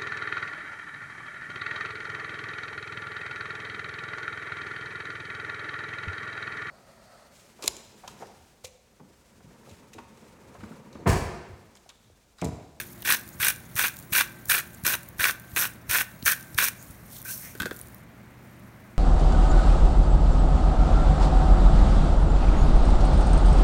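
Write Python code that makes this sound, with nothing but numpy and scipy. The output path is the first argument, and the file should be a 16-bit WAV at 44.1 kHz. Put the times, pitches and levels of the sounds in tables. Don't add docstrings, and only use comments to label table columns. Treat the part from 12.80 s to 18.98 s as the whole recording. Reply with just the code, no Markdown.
import sys
import numpy as np
from scipy import signal
from scipy.fft import rfft, irfft, next_fast_len
from scipy.io import wavfile
from scipy.ndimage import uniform_filter1d, map_coordinates

SR = 44100
rng = np.random.default_rng(int(sys.argv[2]) if len(sys.argv) > 2 else 0)


def gain_from_db(level_db):
    decades = np.asarray(level_db, float) / 20
    return 10 ** decades


def pcm_store(signal):
    levels = np.round(np.clip(np.atleast_2d(signal), -1, 1) * 32767)
    wavfile.write(sys.argv[1], SR, levels.astype(np.int16).T)


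N = 272538

# free jar ring in dB, palm weight in dB, cap over crunch in dB,
# lowest body mode in dB, split at the stall in dB.
GRIP = [(-4, -13.5, -3, 1, 0), (-2, -17.5, -3, -1, -20), (1, -18.5, -5, -1, 4), (4, -18, -5, 1, 10),
        (2, -18, -4, 2, -3), (-4, -19.5, -5.5, -3, -1), (-8, -13.5, -5, 3, 9), (-1.5, -18, -5, -1, 8),
        (-17, -15, -8, 2, 9), (-5, -16.5, -5, 0, 9), (-3, -22, -8, -5.5, 3), (-16, -18, -5, 1, 15.5)]
# time in seconds, level in dB.
POUR = [
    (4.44, -54),
    (4.452, -40.5),
    (4.512, -29),
    (4.56, -36.5),
    (4.6, -41),
    (4.648, -39),
    (4.74, -51.5),
    (4.77, -75),
]
POUR_BODY_DB, POUR_CAP_DB = -25, -24.5
SLACK_DB, SLACK_DB_PER_S = -12.5, 796
BODY_SLACK_DB, BODY_SLACK_DB_PER_S = -14, 2495
LET_GO_DB_PER_S, BODY_LET_GO_DB_PER_S = 387, 600
SNAP_DB = 1.5
# frequency in Hz, density in dB per Hz.
CRUNCH_SPECTRUM = [(2350, -20), (4000, -9), (4910, -8.5), (5260, -2), (6180, 0.5), (6930, -4.5),
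                   (7420, -5.5), (8710, 1), (10300, 1.5), (11800, 3.5), (14300, 1.5), (15700, 2)]
# frequency in Hz, width in Hz, level in dB.
BODY_MODES = [(1070, 330, -5.5), (1530, 179, 3), (1923, 264, -6.5)]
# frequency in Hz, width in Hz, level in dB.
CAP_MODES = [(2428, 340, 3), (2930, 150, 2.5), (3310, 1140, -3.5), (4140, 3600, -29.5)]
# frequency in Hz, width in Hz, level in dB.
PALM_MODES = [(400, 630, -4.5), (845, 316, 3.5)]
# frequency in Hz, width in Hz, level in dB.
JAR_MODES = [(1500, 8, -15), (1560, 1.4, 7), (2490, 5.2, -23)]


def burrs():
    fine = unit(grit(share=0.0091, spread_db=3.0, life=0.0006, bed=0.79))
    coarse = unit(grit(share=0.005, spread_db=2.5, life=0.0018, bed=0.35))
    stream = unit(grit(share=0.046, spread_db=6.5, life=0.001, bed=3.0))
    pour = gain([(0, -120)] + POUR + [(4.8, -120)])
    start, length, _, _, body_over_db = twists()
    free_db, weight_db, cap_db, deep_db, _ = np.transpose(GRIP)
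    s, body_db, crunch_db = np.transpose(splits())

    crunch = fine * stroke(0, LET_GO_DB_PER_S, SLACK_DB, SLACK_DB_PER_S)
    crunch = crunch + stream * pour + bursts(s, crunch_db - 1.5, life=0.0018)

    body_settings = BODY_LET_GO_DB_PER_S, BODY_SLACK_DB, BODY_SLACK_DB_PER_S
    low = coarse * (stroke(body_over_db - 2.5, *body_settings) + gain_from_db(POUR_BODY_DB) * pour)
    high = coarse * (stroke(cap_db, *body_settings) + gain_from_db(POUR_CAP_DB) * pour)
    blows = snaps(s, body_db + SNAP_DB)
    low = low + bursts(s, body_db - 4.5, life=0.00043) + blows
    high = high + bursts(s, body_db - 10, life=0.0014) + gain_from_db(-2) * blows

    middles = start + length / 2
    free, weight, deep = (gain(np.c_[middles, db]) for db in (free_db, weight_db, deep_db))
    body = radiated(low, lambda f: -modes(BODY_MODES[1:])(f))
    body = body + gain_from_db(-7.5) * radiated(low * deep, modes(BODY_MODES[:1]))
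    body = body + radiated(high, modes(CAP_MODES))
    body = body + radiated((low + high) * weight, modes(PALM_MODES))
    ring = gain_from_db(9.5) * filtered(low * free, modes(JAR_MODES))
    bright = patchy(radiated(crunch, colour(CRUNCH_SPECTRUM)), depth_db=2.0)
    return bright + patchy(body, depth_db=1.3) + ring


# start in seconds, stall in seconds, crunch in dB at full effort,
# place of full effort from 0 to 1, body over crunch in dB.
TWISTS = [(-.115, 0, -21, 0.49, -1.5), (0.248, 0.351, -23, 0.75, -2.5), (0.598, 0.705, -23.5, 0.61, -2.5),
          (0.96, 1.082, -23.5, 0.45, -3), (1.325, 1.42, -22, 0.51, -3), (1.693, 1.807, -21, 0.18, -1),
          (2.047, 2.152, -24.5, 0.41, -2), (2.391, 2.509, -24.5, 0.57, -0.5),
          (2.765, 2.873, -22.5, 0.15, -3), (3.094, 3.217, -22.5, 0.52, -2), (3.458, 3.532, -19, 0.05, -1),
          (3.776, 3.884, -22.5, 0.38, -4)]


def twists():
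    start, stall, *rest = np.transpose(TWISTS)
    return np.array([start, stall - start, *rest])


EFFORT_DB_PER_S2 = 1507


def effort_db(t):
    start, length, db, place = twists()[:4, :, None]
    from_peak = np.clip(t - start, 0, length) - place * length
    return db - EFFORT_DB_PER_S2 * from_peak ** 2


BITE_S = 0.003
STALL_DROP_DB, STALL_DROP_S = -6, 0.0033


def stroke(over_db, let_go_db_per_s, slack_db, slack_db_per_s):
    t = np.arange(0, N + 32, 32) / SR
    start, length = twists()[:2, :, None]
    early = np.maximum(start - t, 0)
    late = np.maximum(t - start - length, 0)
    bite_db = slack_db * np.clip((start - t) / BITE_S + 1, 0, 1) - slack_db_per_s * early
    release_db = STALL_DROP_DB * np.minimum(late / STALL_DROP_S, 1) - let_go_db_per_s * late
    db = effort_db(t) + np.reshape(over_db, (-1, 1)) + bite_db + release_db
    return np.interp(np.arange(N) / SR, t, gain_from_db(db).sum(axis=0))


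# time in seconds, body in dB, crunch in dB.
CRACKS = [(.2645, -33, -33), (.303, -9, -12), (.3231, -13, -8.5), (.3357, -14.5, -25), (.6344, -17, -28),
          (.6506, -15, -24), (.6837, -11.5, -11), (.9933, -11.5, -19.5), (1.3693, -29, -13.5),
          (1.4087, -11, -16.5), (1.6983, -9, -17), (1.7488, -11.5, -23), (2.7625, -13, -20),
          (1.789, -40, -22), (2.066, -31, -9), (2.0782, -16, -36), (2.1398, -17, -18.5),
          (2.4408, -6.5, -21), (2.4529, -5.5, -17), (2.7815, -20, -26), (2.821, -39, -15),
          (2.8425, -22, -32), (2.8529, -17, -21), (3.1334, -19, -20), (3.1847, -13.5, -19),
          (3.48, -6.5, -20), (3.518, -21, -10.5), (3.7861, -7, -15.5), (3.8401, -17.5, -14),
          (3.851, -22, -19)]
CATCH_DB = 1
LESSER_DB, LESSER_SPREAD_DB = -1, 5


def splits():
    start, length = twists()[:2, 1:]
    count = len(start)
    chance = rng.random((count, 4, 3))
    lesser = (start[:, None] + length[:, None] * chance[..., 0]).ravel()
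    s = np.r_[start + BITE_S, start + length, lesser]
    own = np.r_[np.arange(count), np.arange(count), np.repeat(np.arange(count), 4)]
    db = effort_db(s)[1:][own, np.arange(len(s))]
    edge = np.r_[np.full(count, CATCH_DB), np.transpose(GRIP)[4, 1:]]
    size = LESSER_DB + LESSER_SPREAD_DB * (2 * chance[..., 1:].reshape(-1, 2) - 1)
    body_db = db + np.r_[edge - 3, size[:, 0] - 3]
    crunch_db = db + np.r_[edge, size[:, 1]]
    return np.r_[CRACKS, np.c_[s, body_db, crunch_db]]


# time in seconds, level in dB.
SLIDING = [(0, -52), (2.2, -57), (2.62, -62), (2.75, -47), (3.05, -67), (3.45, -56), (3.77, -54),
           (3.93, -61), (4.124, -50.5), (4.222, -66), (4.362, -38), (4.445, -60), (5.0, -49.5),
           (5.186, -59), (5.248, -67), (5.598, -65), (5.708, -62.5), (6.18, -66)]
# time in seconds, level in dB.
TICKS = [(.0046, -29), (.222, -29.5), (.3956, -31), (.4776, -34), (.4896, -33), (.7613, -30.5),
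         (1.1406, -34), (1.1683, -31), (1.189, -33), (1.1993, -35), (1.226, -37), (1.6563, -28),
         (1.9333, -42), (1.9464, -42), (2.232, -32), (2.2882, -31), (2.384, -30), (2.5983, -34),
         (3.4267, -34), (3.609, -33), (3.6278, -33.5), (3.7452, -31), (.9558, -26), (1.323, -23),
         (1.686, -24), (2.0375, -27), (3.4534, -23), (3.6477, -47), (3.696, -44), (.4348, -40)]
# time in seconds, level in dB.
SETTLING = [(4.0266, -36), (4.109, -35), (4.4172, -29.5), (4.427, -34), (4.45, -30), (4.943, -42),
            (4.7511, -39), (4.777, -38), (4.7845, -39), (4.8611, -33), (4.9641, -31.5), (4.97, -36),
            (4.9906, -31), (4.9984, -34.5), (5.0138, -30), (5.0718, -38), (5.085, -37), (5.1459, -34.5),
            (5.183, -44)]
# frequency in Hz, density in dB per Hz.
SLIDE_SPECTRUM = [(1760, -60), (3000, -7), (3640, -3), (4840, -6), (6930, -2), (7750, -4.5), (9210, 1.5),
                  (10500, 1), (15700, 2)]
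SHED_DB, SHED_DB_PER_S = -27, 105


def loose_salt():
    start, length, peak_db = twists()[:3]
    since = np.arange(N) / SR - (start + length)[:, None]
    shed_db = peak_db[:, None] + SHED_DB - SHED_DB_PER_S * np.abs(since)
    shed = ((since > 0) * gain_from_db(shed_db)).sum(axis=0)
    grains = unit(grit(share=0.0057, spread_db=2.5, life=0.003, bed=0.67))
    rustle = grains * (gain(SLIDING) + shed) * gain_from_db(0.5)

    def small_grain(f):
        return colour(SLIDE_SPECTRUM)(f) / (1 + (3800 / (f + 1)) ** 4)

    s, db = np.transpose(np.r_[TICKS, SETTLING])
    drops = radiated(bursts(s, db + 1, life=0.00065) + snaps(s, db + 6), small_grain)
    return patchy(radiated(rustle, colour(SLIDE_SPECTRUM)) + drops, depth_db=3.0)


# start in seconds, length in seconds, frequency in Hz, width in Hz, level in dB.
RUBS = [
    (1.941, .02, 6970, 500, -52),
    (0.522, .033, 6750, 500, -55),
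    (0.85, 0.026, 6400, 500, -56),
    (1.182, 0.016, 7000, 600, -51),
    (4.455, 0.075, 2350, 120, -46.5),
    (4.616, 0.13, 1836, 414, -49.5),
]
# start in seconds, length in seconds, frequency in Hz,
# width in Hz, level in dB.
HELD = [
    (0.226, 0.0041, 2850, 1700, -38),
    (3.4255, 0.0029, 4200, 273, -34.5),
    (3.746, 0.0045, 4730, 590, -42),
    (3.98, 0.09, 6770, 500, -54.5),
    (4.449, 0.031, 1555, 45, -42),
    (4.476, 0.056, 1560, 33, -41),
    (4.494, 0.07, 4290, 200, -51.5),
]
STRETCH_PER_S = 2.5


def fingers():
    out = np.zeros(N)
    rubs = [row + (STRETCH_PER_S,) for row in RUBS] + [row + (0,) for row in HELD]
    for s, length, hz, width_hz, db, stretch in rubs:
        u = np.arange(int(0.15 * SR)) / SR / length
        noise = rng.standard_normal((2, len(u)))
        flutter = unit(signal.lfilter([1], [1, -np.exp(-np.pi * width_hz / SR)], noise))
        phase = 2 * np.pi * np.cumsum(hz * (1 + stretch * length * np.minimum(u, 1))) / SR
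        shape = np.minimum(8 * u, 1) * np.exp(-u ** 3 * 2)
        add(out, s, gain_from_db(db) * shape * (flutter[0] * np.cos(phase) + flutter[1] * np.sin(phase)))
    return out


# time in seconds, peak in dB,
# pitch in Hz.
JOLTS = [(0.598, -28, 108), (0.952, -25, 113), (1.32, -24, 140), (1.684, -30, 91), (2.036, -22, 122),
         (2.392, -25.5, 75), (2.732, -26.5, 89), (3.09, -24, 77.5), (3.43, -23.5, 180), (3.449, -27, 79.5),
         (3.748, -26, 92), (4.1, -29.5, 99), (4.806, -30, 64.6)]


def jolts():
    low = np.zeros(N)
    for s, db, hz in JOLTS:
        add(low, s, swing(db, hz, cycles=0.26))
    return low


# time in seconds, jar ring in dB, thud in dB, thud pitch in Hz, click in dB.
BOUNCES = [(4.752, -37, -36.5, 400, -36), (4.801, -18.5, -33, 193, -25), (4.804, -19.5, -51, 152, -52),
           (4.812, -44, -30, 210, -50), (4.82, -17.5, -39, 317, -26), (4.832, -24.5, -32.5, 300, -42),
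           (4.849, -42, -31, 181, -51), (4.857, -18, -58, 307, -42), (4.86, -34, -26, 460, -28),
           (4.868, -36, -31, 400, -50), (4.911, -24.5, -37.5, 298, -41), (4.915, -43, -28, 443, -48),
           (4.928, -53, -45, 170, -55)]
# frequency in Hz, width in Hz, level in dB.
STRUCK_MODES = [(1430, 12, 0), (1540, 177, 2), (2650, 140, -13), (3330, 500, -13)]


def bounces():
    thuds = np.zeros(N)
    for s, _, db, hz, _ in BOUNCES:
        add(thuds, s, swing(db, hz, cycles=0.54))
    s, ring_db, _, _, click_db = np.transpose(BOUNCES)
    blows = bursts(s, ring_db + 7.5, life=0.00067) + bursts(s, ring_db + 3.5, life=0.0061)
    blows = blows + snaps(s, ring_db + 28.5)
    click = bursts(s, click_db + 0.5, life=0.00079) + bursts(s, click_db - 13, life=0.0098)
    return thuds + filtered(blows, modes(STRUCK_MODES)) + filtered(click, lambda f: f / (f + 2500))


# frequency in Hz, t60 in seconds.
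KITCHEN_T60 = [(300, 0.46), (2000, 0.4), (6000, 0.29), (14000, 0.16)]


def kitchen(x):
    hz, t, z = signal.stft(rng.standard_normal(SR // 2), SR, nperseg=256)
    decay = gain_from_db(-60 * t / along(KITCHEN_T60, hz)[:, None])
    tail = signal.istft(z * decay, SR, nperseg=256)[1]
    return signal.fftconvolve(np.pad(x, (200, 0)), tail / np.linalg.norm(tail))[:N]


# frequency in Hz, density in dB per Hz.
AIR_SPECTRUM = [(15, -40), (30, -16), (55, -6), (86, -7), (125, -11), (170, -5.5), (290, -13), (435, -21),
                (620, -17.5), (800, -21.5), (2100, -22.5), (3200, -35.5), (5500, -39), (15700, -48.5)]
# frequency in Hz, width in Hz, level in dB.
HUM_BANDS = [(182, 20, -67.5), (207.5, 3.1, -65.5), (228.6, 9.4, -69.5)]
# frequency in Hz, level in dB.
MAINS = (119.5, -54.5)
# time in seconds, level in dB.
WHINE = [
    (0, -60),
    (.62, -64.5),
    (.72, -78),
    (1.25, -71),
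    (1.33, -60),
    (2.15, -70),
    (2.6, -74),
    (2.9, -82),
    (6.18, -70),
]


def background():
    t = np.arange(N) / SR
    air = gain_from_db(-49.5) * unit(filtered(rng.standard_normal(N), colour(AIR_SPECTRUM)))

    def hum_response(f):
        return sum(gain_from_db(db) * modes([(hz, width, 0)])(f) * np.sqrt(SR / np.pi / width)
                   for hz, width, db in HUM_BANDS)

    hum = filtered(rng.standard_normal(N), hum_response)
    mains_hz, mains_db = MAINS
    mains_gain = gain_from_db(mains_db + 2.5 + 0.5 * slow(size=40))
    mains = mains_gain * np.sin(2 * np.pi * mains_hz * t + 1.5 * slow(size=30))
    whine_gain = gain(WHINE) * gain_from_db(6.5)
    whine = whine_gain * np.sin(2 * np.pi * 351 * t + 0.74 * slow(size=40))
    return air + hum + mains + whine


def grit(share, spread_db, life, bed):
    sizes = gain_from_db(spread_db * np.minimum(rng.exponential(size=N), 4))
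    starts = (rng.random(N) < share) * sizes
    power = signal.lfilter([1], [1, -np.exp(-1 / (life * SR))], starts ** 2)
    return rng.standard_normal(N) * np.sqrt(bed + power / power.mean())


def bursts(times, levels_db, life):
    at = np.round(np.multiply(times, SR)).astype(int)
    kicks = np.bincount(at, gain_from_db(levels_db) ** 2, N)[:N]
    power = signal.lfilter([1], [1, -np.exp(-1 / (life * SR))], kicks)
    return rng.standard_normal(N) * np.sqrt(power)


def snaps(times, levels_db):
    signs = np.sign(rng.normal(size=len(times)))
    return np.bincount(np.round(times * SR).astype(int), gain_from_db(levels_db) * signs, N)[:N]


def swing(db, hz, cycles):
    u = np.arange(SR // 10) / SR * hz
    return -gain_from_db(db) * np.sin(2 * np.pi * u) * u * np.exp(-u / cycles) * 6


def patchy(x, depth_db):
    z = signal.stft(x, nperseg=128)[2]
    field = uniform_filter1d(rng.standard_normal(z.shape), size=4, axis=0)
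    field = uniform_filter1d(field, size=4, axis=1)
    field = gain_from_db(depth_db * unit(field))
    return signal.istft(z * unit(field), nperseg=128)[1][:N]


def modes(table):
    def response(f):
        return sum((-1) ** k * gain_from_db(db) * 1j * f * width / (hz * hz - f * f + 1j * f * width)
                   for k, (hz, width, db) in enumerate(table))
    return response


def colour(spectrum):
    return lambda f: gain_from_db(along(spectrum, f))


def filtered(x, response):
    m = next_fast_len(N + SR)
    return irfft(rfft(x, m) * response(np.fft.rfftfreq(m, 1 / SR)), m)[:N]


def radiated(force, response):
    mean_power = np.mean(np.abs(response(np.linspace(1, SR / 2, num=4096))) ** 2)
    return filtered(force, response) / np.sqrt(mean_power)


def unit(x):
    return x / np.sqrt(np.mean(x ** 2) + 1e-20)


def along(points, hz):
    f, v = np.transpose(points)
    return np.interp(np.log(hz + 1), np.log(f + 1), v)


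def gain(rows):
    return gain_from_db(np.interp(np.arange(N) / SR, *np.transpose(rows)))


def slow(size):
    return map_coordinates(rng.standard_normal(size + 4), [np.linspace(0, size, N)])


def add(x, s, piece):
    part = x[round(s * SR):][:len(piece)]
    part += piece[:len(part)]


def scene():
    near = burrs() + loose_salt() + fingers() + jolts() + bounces()
    return (near + gain_from_db(-18.5) * kitchen(near) + background())[None]


def roll_off(x):
    return signal.sosfilt(signal.butter(12, 16990, fs=SR, output="sos"), x)


# frequency in Hz, width in Hz, depth from 0 to 1.
NOTCHES = [(5010, 280, 0.3), (10470, 880, 0.38)]
BASS_CUT_HZ, TOP_HZ = 45, 15750


def record(dry):
    def phone(f):
        u = 1j * f / BASS_CUT_HZ
        bass_cut = u ** 2 / (1 + 1.4 * u + u ** 2)
        dips = [1 - depth / (1 + ((f - hz) / width * 2) ** 2) for hz, width, depth in NOTCHES]
        return bass_cut * (f < TOP_HZ) * np.prod(dips, axis=0)

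    return roll_off(filtered(dry[0], phone)[None])


dry = scene()
out = record(dry)
pcm_store(out)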